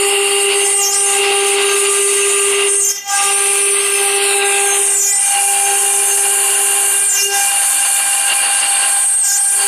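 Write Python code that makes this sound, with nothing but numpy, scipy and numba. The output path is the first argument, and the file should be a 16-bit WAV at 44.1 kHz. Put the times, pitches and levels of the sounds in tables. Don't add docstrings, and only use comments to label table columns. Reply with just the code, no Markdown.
import sys
import numpy as np
from scipy import signal
from scipy.fft import rfft, irfft, next_fast_len
from scipy.io import wavfile
from scipy.ndimage import uniform_filter1d
from numba import njit

SR = 44100
rng = np.random.default_rng(int(sys.argv[2]) if len(sys.argv) > 2 else 0)


def generate_wav(sig):
    pcm = np.round(np.clip(np.atleast_2d(sig).T, -1, 1) * 32767).astype(np.int16)
    wavfile.write(sys.argv[1], SR, pcm)


N = 426447
TIME = np.arange(N) / SR
SPINDLE_HZ, BITE_ATTACK_S = 399.6, 0.037

# frequency in Hz, gain in dB.
SHOP_SPECTRUM = [(20, -9), (45, -10), (60, -1), (75, 3), (100, -5), (200, -2), (600, 2), (4000, -31)]
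SPRAY_SPECTRUM = [(4000, -44), (7000, 10), (9500, 14.5), (11000, 9.5), (12500, 4), (14200, -3.5)]
# time in seconds, relative level in dB.
SPRAY_LEVEL = [(0, -32), (1.5, -32), (3.5, -33), (5.3, -28.5), (6.2, -25), (6.8, -23), (8.6, -31.5),
               (9.67, -24.5)]
WHISTLE_LEVEL = [(0, -65), (7.5, -40), (8.0, -41), (8.7, -25.5), (9.0, -23), (9.22, -12.5), (9.32, -35),
                 (9.5, -22), (9.67, -26)]
# time in seconds, relative level in dB.
HUM_LEVEL = [(0.0, -18.5), (0.51, -18.5), (0.94, -30), (1.24, -18), (2.67, -19.5), (2.88, -30.5),
             (3.09, -68), (3.26, -28), (3.61, -24), (4.66, -20.5), (5.12, -35.5), (5.3, -63), (5.38, -37),
             (5.74, -29), (6.78, -30.5), (7.14, -39.5), (7.3, -26.5), (7.54, -59), (9.37, -63),
             (9.67, -28.5)]
OCTAVE_LEVEL = [(0.0, -27.5), (0.35, -29), (1.61, -24.5), (1.69, -34), (3.01, -54), (3.09, -25),
                (3.18, -20), (3.85, -44.5), (4.04, -28.5), (4.66, -21), (5.04, -37.5), (5.36, -18.5),
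                (6.11, -26.5), (6.84, -28), (7.24, -49), (7.35, -19), (7.78, -31.5), (8.86, -25.5),
                (9.16, -36), (9.67, -25.5)]
# order, level from afar in dB, level close up in dB.
WEAK_ORDERS = [(5, -39.5, -51), (8, -43, -72), (9, -54, -42.5), (11, -50, -41), (13, -45, -49)]
# order, multiplier of the drop at a reversal, dB per dB of load.
LOADED_ORDERS = [(3, 1.55, -0.7), (4, 0.66, 0.9), (6, 0.42, -1.7), (7, 0.77, 1.56)]

# time in seconds, nearness from 0 to 1.
NEARNESS = [(0, 0), (4.0, 0.01), (5.6, 0.88), (7.5, 0.97), (9.67, 1)]
# time in seconds, lag in milliseconds, relative strength.
SLAB_REFLECTION = [(0, .65, .1), (3.2, .65, .1), (3.6, .66, .45), (4.2, .66, .5), (4.45, .79, .6),
                   (4.85, 1.03, .55), (5.4, 1.45, .45), (6.0, 1.68, .3), (6.6, 1.72, .2), (9.67, 1.72, .15)]
# time in seconds, notch in Hz, relative depth.
NOTCH = [(0, 6120, 1), (.5, 6160, 0.4), (.8, 6000, .1), (1.9, 6000, 0.03), (2.3, 4840, 0.1),
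         (2.95, 4400, 0.4), (3.4, 6730, 0.47), (4.15, 6770, 1), (4.45, 5800, 0.65), (4.87, 4240, 0.33),
         (5.3, 3860, 0), (6.7, 5470, 0.1), (8.7, 5820, 0), (9.67, 4830, 0)]

# frequency in Hz, gain in dB.
BIT_RESPONSE = [(3500, -14), (5000, 8), (5600, 10.5), (6000, 7.5), (6400, 7.5), (7150, 6), (7500, -2),
                (7950, 1), (8350, 7), (8800, 6), (9600, 5), (10200, 10.5), (10700, 5), (11200, -1.5),
                (14000, -31)]
# frequency in Hz, gain in dB.
GRIT_FAR_SPECTRUM = [(60, -35), (150, -27), (250, -9.5), (370, -8.5), (560, -6.5), (760, -3), (1100, -0.5),
                     (1400, -2.5), (1780, -12), (2100, 2.5), (2750, -1), (3400, -6.5), (4400, -6.5),
                     (5600, -14)]
GRIT_NEAR_SPECTRUM = [(60, -28), (150, -25), (250, -6), (370, -10), (560, -1.5), (760, 5.5), (1100, -11),
                      (1400, 6.5), (1780, 5), (2100, 1.5), (2750, 2.5), (3400, -5), (4400, -2),
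                      (5600, -17.5)]
# frequency in Hz, width in Hz, gain from afar in dB, gain close up in dB.
COLLET_MODES = [(6630, 21, -12, -20), (6400, 47, 11, 2), (6984, 74, 12, -37), (8180, 30, -31, -5),
                (8310, 130, -6, -10), (9170, 53, 2.5, -27), (9490, 120, 2, 5)]
FRAME_MODES = [(1054, 35.7, -62, 22.5), (1560, 14.5, -36, 4), (1925, 360, -0.5, -22), (2333, 42, -30, 2),
               (3125, 260, 0, 5.5), (3763, 22, 13.5, -50)]
# frequency in Hz, width in Hz.
MOUNT_MODES = [(2640, 44), (2820, 108), (3600, 640), (4550, 200)]
MOUNT_DRIVE = [(5, 14.5, -37, 7.5), (13.5, 10.5, -4, 2), (16.5, -4.5, 4.5, -29), (-13, 11.5, -23, 5),
               (-20, 9.5, -5, 8.5), (-14, 11, -8, 19.5)]

# base levels in dB of squeal and orders 3, 4, 6, 7.
STROKE_LEVELS = [(-15, -32.5, -47, -47, -30.5), (-14.5, -29.5, -35, -55, -31), (-14, -33.5, -33, -36, -33),
                 (-15, -64, -33, -36, -31.5), (-16.5, -53, -31.5, -36.5, -31.5),
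                 (-14.5, -46, -24, -31, -49)]
# time in seconds, base level of the grinding in dB.
FEED_LOAD = [(0, -21), (1.3, -20.5), (1.95, -22), (2.5, -23), (3.25, -22.5), (3.5, -25.5), (4.45, -20.5),
             (5.4, -25.5), (6.9, -22), (7.7, -24.5), (8.1, -24), (9.67, -18.5)]
# time, slowing and speeding up in seconds, drops of
# grinding and orders in dB, lowest squeal centre in Hz, its fall and rise in seconds, spray gain in dB.
STROKE_ENDS = [(0.874, 0.18, 0.16, 4.5, 3, 6140, 0.076, 0.07, -3),
               (2.971, 0.24, 0.13, 5, 9.5, 5830, 0.13, 0.16, 1),
               (5.05, 0.19, 0.19, 3, 17.5, 6950, 0.11, .11, 2),
               (7.205, 0.24, 0.1, 4, -2.5, 6150, 0.096, 0.2, -1.5),
               (9.325, 0.27, 0.25, 9.5, 32.5, 7060, 0.1, 0.063, 4.5)]
# time and fade in seconds, swell of the orders in dB,
# centre and width of that swell in Hz, level of the bit's ring in dB.
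FRESH_BITES = [(.95, 0.07, -2, 1930, 500, -20), (3.11, 0.073, 10, 1750, 550, -24),
               (3.19, 0.18, 6.5, 1160, 353, -25), (4.43, 0.28, 12.5, 2040, 647, -49),
               (5.11, 0.18, 17.5, 2040, 300, -26), (5.3, 0.24, 15, 1090, 298, -38),
               (7.2, 0.065, 8.5, 2740, 700, -29), (7.335, 0.16, 14, 1840, 704, -24),
               (9.26, 0.22, 20.5, 1590, 400, -23.5)]
# time and half length in seconds, squeal loss and load gain in dB.
HARD_STONE = [(.22, 0.088, 2.5, 2), (0.532, 0.052, 5, 0.5), (1.266, 0.058, 7.5, 0.5),
              (1.428, 0.049, 6, -1.5), (1.578, .045, 9, 1.5), (1.706, 0.028, 6, 2.5),
              (2.593, 0.082, 5.5, 3.5), (4.2, 0.019, 7, 1.5), (4.423, 0.03, 8, 0.5), (5.36, 0.047, 3, 3.5),
              (5.72, 0.031, 2, 2), (8.312, 0.039, 2, 4)]
# time and half length in seconds, squeal loss and spray loss in dB.
BIT_LIFTS = [(0.916, 0.026, 6, -2), (2.938, 0.019, 12, 2), (3.037, 0.063, 20.5, 49), (5.2, 0.036, -1.5, 7),
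             (7.29, 0.039, 12, 4)]


def undb(db):
    return 10 ** (np.asarray(db) / 20)


def curves(table):
    seconds, *columns = np.transpose(table)
    return [np.interp(TIME, seconds, column) for column in columns]


def unit(x):
    return x / np.sqrt(np.mean(x ** 2))


def even(x, size=2205):
    return x / np.sqrt(uniform_filter1d(uniform_filter1d(x ** 2, size), size) + 1e-18)


def walk(rate):
    knots = rng.standard_normal(8192)
    return 1.323 * np.interp(TIME * rate, np.arange(len(knots)), knots)


def swell(at, before, after):
    return np.exp(-np.minimum(((TIME - at) / np.where(TIME < at, before, after)) ** 2, 50))


def colour(x, points):
    size = next_fast_len(N + 4096)
    hz, db = np.transpose(points)
    freq = np.arange(size // 2 + 1) * SR / size
    gain = undb(np.interp(np.log(freq + 1), np.log(hz), db))
    return irfft(rfft(x, size) * gain, size)[:N]


def band(x, low_hz, high_hz):
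    return signal.sosfilt(signal.butter(4, [low_hz, high_hz], "band", fs=SR, output="sos"), x)


def mode(x, hz, width):
    return signal.lfilter(*signal.iirpeak(hz, hz / width, fs=SR), x)


@njit
def resonance(x, hz, width):
    y, band_state, low_state = np.empty(len(x)), 0., 0.
    for i in range(len(x)):
        step, damping = np.tan(np.pi * hz[i] / SR), width[i] / hz[i]
        velocity = (band_state + step * (x[i] - low_state)) / (1 + step * (step + damping))
        band_state = 2 * velocity - band_state
        low_state += 2 * step * velocity
        y[i] = damping * velocity
    return y


@njit
def retrace(x, period, memory):
    y = x.copy()
    for i in range(256, len(x)):
        place = i - period[i]
        whole, past = int(place), 0.
        for tap in range(-2, 4):
            weight = 1.
            for other in range(-2, 4):
                if other != tap:
                    weight *= (place - whole - other) / (tap - other)
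            past += weight * y[whole + tap]
        y[i] += memory[i] * past
    return y


def groove(x, period, memory):
    memory = np.clip(memory, 0, .9) * np.ones(N)
    return retrace(retrace(x, period, memory), period, memory)


def grains(per_second, spread_db):
    hit = rng.random(N) < per_second / SR
    return unit(hit * rng.standard_normal(N) * undb(spread_db * np.minimum(rng.exponential(size=N), 5)))


def runout(angle, depth):
    return np.exp(depth * np.cos(angle))


def strokes(table, half_fade_s=0.1):
    rows = [(0, *table[0])]
    for (at, *_), old, new in zip(STROKE_ENDS, table, table[1:]):
        rows += [(at - half_fade_s, *old), (at + half_fade_s, *new)]
    return curves(rows)


def reversals(near):
    ease = swoop = grind_drop_db = order_drop_db = burst_db = 0
    squeal_hz = 8853 + 250 * near
    for at, slowing, speeding, grind_db, order_db, low_hz, falling, rising, splash_db in STROKE_ENDS:
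        light = np.minimum(1.2 * swell(at, slowing, speeding), 1)
        turn = swell(at, falling, rising)
        ease += light
        swoop += turn
        grind_drop_db += grind_db * light
        order_drop_db += order_db * light
        burst_db += splash_db * turn
        squeal_hz += turn * (low_hz - squeal_hz)
    return ease, swoop, grind_drop_db, order_drop_db, burst_db, squeal_hz


def contact():
    load_db = curves(FEED_LOAD)[0]
    choke_db = 0.37 * (load_db - load_db.mean())
    for at, half, loss_db, gain_db in HARD_STONE:
        spot = swell(at, half, half)
        load_db += gain_db * spot
        choke_db += loss_db * spot
    lift_db = sum(db * swell(at, half, half) for at, half, db, _ in BIT_LIFTS)
    spray_loss_db = sum(db * swell(at, half, half) for at, half, _, db in BIT_LIFTS)
    return load_db, choke_db, lift_db, spray_loss_db


def workshop(near):
    return undb(-58.5 - 2 * near + 2.7 * walk(9.4)) * unit(colour(rng.standard_normal(N), SHOP_SPECTRUM))


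def spray(period, ease):
    drops = even(groove(grains(20000, spread_db=1.0), period * 1.002, memory=.14 + .3 * ease))
    hiss = colour(drops, SPRAY_SPECTRUM)
    return undb(1.4 * walk(25)) * hiss / np.std(band(hiss, 11000, 14000))


def whistle(centre_hz=8355):
    hz = centre_hz + 42 * (walk(160) + walk(23) / 2)
    strength = even(undb(walk(120) + walk(25)), size=4400)
    level_db = curves(WHISTLE_LEVEL)[0] + 6
    return np.sqrt(2) * undb(level_db) * strength * np.sin(2 * np.pi * np.cumsum(hz) / SR)


def bite(period, ring_hz=5650, width_hz=1300):
    chatter = groove(rng.standard_normal(N), period * 1.0025, memory=0.72)
    ring = even(mode(mode(chatter, ring_hz, width_hz), ring_hz, width_hz), size=900)
    return ring * sum(undb(db) * swell(at, BITE_ATTACK_S, fade) for at, fade, *_, db in FRESH_BITES)


def shaft(angle, near, loaded_orders):
    weak_orders = [(order, far_db + near * (near_db - far_db)) for order, far_db, near_db in WEAK_ORDERS]
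    bites = [(hz, width, db * swell(at, BITE_ATTACK_S, fade))
             for at, fade, db, hz, width, _ in FRESH_BITES]
    levels = [(1, curves(HUM_LEVEL)[0] + 1), (2, curves(OCTAVE_LEVEL)[0] - 0.5)]
    for order, db in loaded_orders + weak_orders:
        buzz_db = sum(peak_db * np.exp(-((order * SPINDLE_HZ - hz) / width) ** 2)
                      for hz, width, peak_db in bites)
        levels.append((order, db + buzz_db + 1.5 * walk(11)))
    hum = 0
    for order, db in levels:
        flutter_db = 0.98 * np.sqrt(min(order, 8)) * (walk(30) + 1.1 * walk(110))
        phase = order * angle + rng.uniform(0, 2 * np.pi) + 0.1 * order * walk(25)
        hum += np.sqrt(2) * undb(db + flutter_db) * np.sin(phase)
    return hum


def reflections(x):
    lag_ms, strength = curves(SLAB_REFLECTION)
    bounced = colour(x, [(1200, -25), (3000, -2), (7200, -2), (9000, -14)])
    x = x + strength * np.interp(TIME - lag_ms / 1000, TIME, bounced)
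    notch_hz, depth = curves(NOTCH)
    for _ in range(2):
        x = x - np.clip(1.15 * depth, 0, 1) * resonance(x, notch_hz, np.full(N, 1600.))
    return x


def squeal(angle, period, centre_hz, ease, near):
    rub = grains(30000, spread_db=-2.4) * runout(angle, depth=0.24)
    memory = .35 - 0.058 * near + 0.37 * ease + 0.12 * (1 - ease) * walk(9)
    slip = .0018 + .0014 * ease + .0012 * walk(35)
    chatter = groove(rub, period * (1 + slip), memory)
    collet = sum(undb(far_db + near * (near_db - far_db) + 6.1 * walk(14)) * mode(chatter, hz, width)
                 for hz, width, far_db, near_db in COLLET_MODES)
    chatter += (1 - ease) * collet
    ring_hz = np.clip(centre_hz * (1 + .015 * walk(60)), 3000, 12000)
    width_hz = np.clip(3500 - 1700 * ease, 400, 8000)
    ring = resonance(resonance(chatter, ring_hz, width_hz), ring_hz, width_hz)
    ring = even(colour(ring, BIT_RESPONSE), size=600)
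    octave = band(ring ** 2, 10500, 16000)
    return (ring + undb(-16 + 2.5 * ease) * octave) * undb(0.95 * walk(30))


def grinding(angle, period, near, ease):
    fractures = grains(34000, spread_db=0.83) * runout(angle, depth=0.11)
    crunch = groove(fractures, period * (1 + 0.0022 * walk(40)), memory=0.094 + 0.25 * ease)
    crunch = even(crunch) * undb(1.36 * walk(28))
    rings = [(mode(crunch, hz, width), far_db, near_db) for hz, width, far_db, near_db in FRAME_MODES]
    rasp = sum(undb(db - 16 * ease + 2 * walk(22)) * mode(crunch, hz, width)
               for (hz, width), db in zip(MOUNT_MODES, strokes(MOUNT_DRIVE)))
    far = colour(crunch + rasp + sum(undb(db) * ring for ring, db, _ in rings), GRIT_FAR_SPECTRUM)
    close = colour(crunch + rasp + sum(undb(db) * ring for ring, _, db in rings), GRIT_NEAR_SPECTRUM)
    mix = (1 - near) * unit(far) + near * unit(close)
    mix = colour(mix, [(5600, 19), (8000, 27.5), (14000, -37)])
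    return mix / np.std(band(mix, 1750, 4300))


def scene():
    near = np.clip(curves(NEARNESS)[0], 0, 1)
    speed_hz = SPINDLE_HZ * (1 + 0.00034 * walk(8))
    angle, period = 2 * np.pi * np.cumsum(speed_hz) / SR, SR / speed_hz
    ease, swoop, grind_drop_db, order_drop_db, burst_db, squeal_hz = reversals(near)
    load_db, choke_db, lift_db, spray_loss_db = contact()
    squeal_db, *orders_db = strokes(STROKE_LEVELS)
    squeal_db = squeal_db + 7 * ease - 4.5 * swoop - choke_db - lift_db
    spray_db = curves(SPRAY_LEVEL)[0] - 2.5 * ease + burst_db - 0.85 * choke_db - spray_loss_db
    extra_load_db = load_db - load_db.mean()
    loaded_orders = [(order, db - drop * order_drop_db - 0.34 * lift_db + follow * extra_load_db)
                     for (order, drop, follow), db in zip(LOADED_ORDERS, orders_db)]
    cutting = undb(load_db - grind_drop_db - 0.65 * lift_db) * grinding(angle, period, near, ease)
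    cutting += undb(squeal_db) * squeal(angle, period, squeal_hz, ease, near)
    cutting += undb(spray_db) * spray(period, ease)
    mono = shaft(angle, near, loaded_orders) + reflections(cutting) + bite(period) + whistle()
    mono += workshop(near)
    return np.array([mono, mono])


def record(dry, drive_db=-0.1, ceiling_db=-13.0, top_hz=14250):
    x = undb(drive_db) * dry
    running_rms = np.sqrt(np.abs(uniform_filter1d(x[0] ** 2, size=700)))
    x = x * np.minimum(1, undb(ceiling_db) / (running_rms + 1e-9))
    rounded = x / (1 + (x / .88) ** 6) ** (1 / 6)
    return signal.sosfilt(signal.ellip(12, .1, 90, top_hz, fs=SR, output="sos"), rounded)


dry = scene()
out = record(dry)
generate_wav(out)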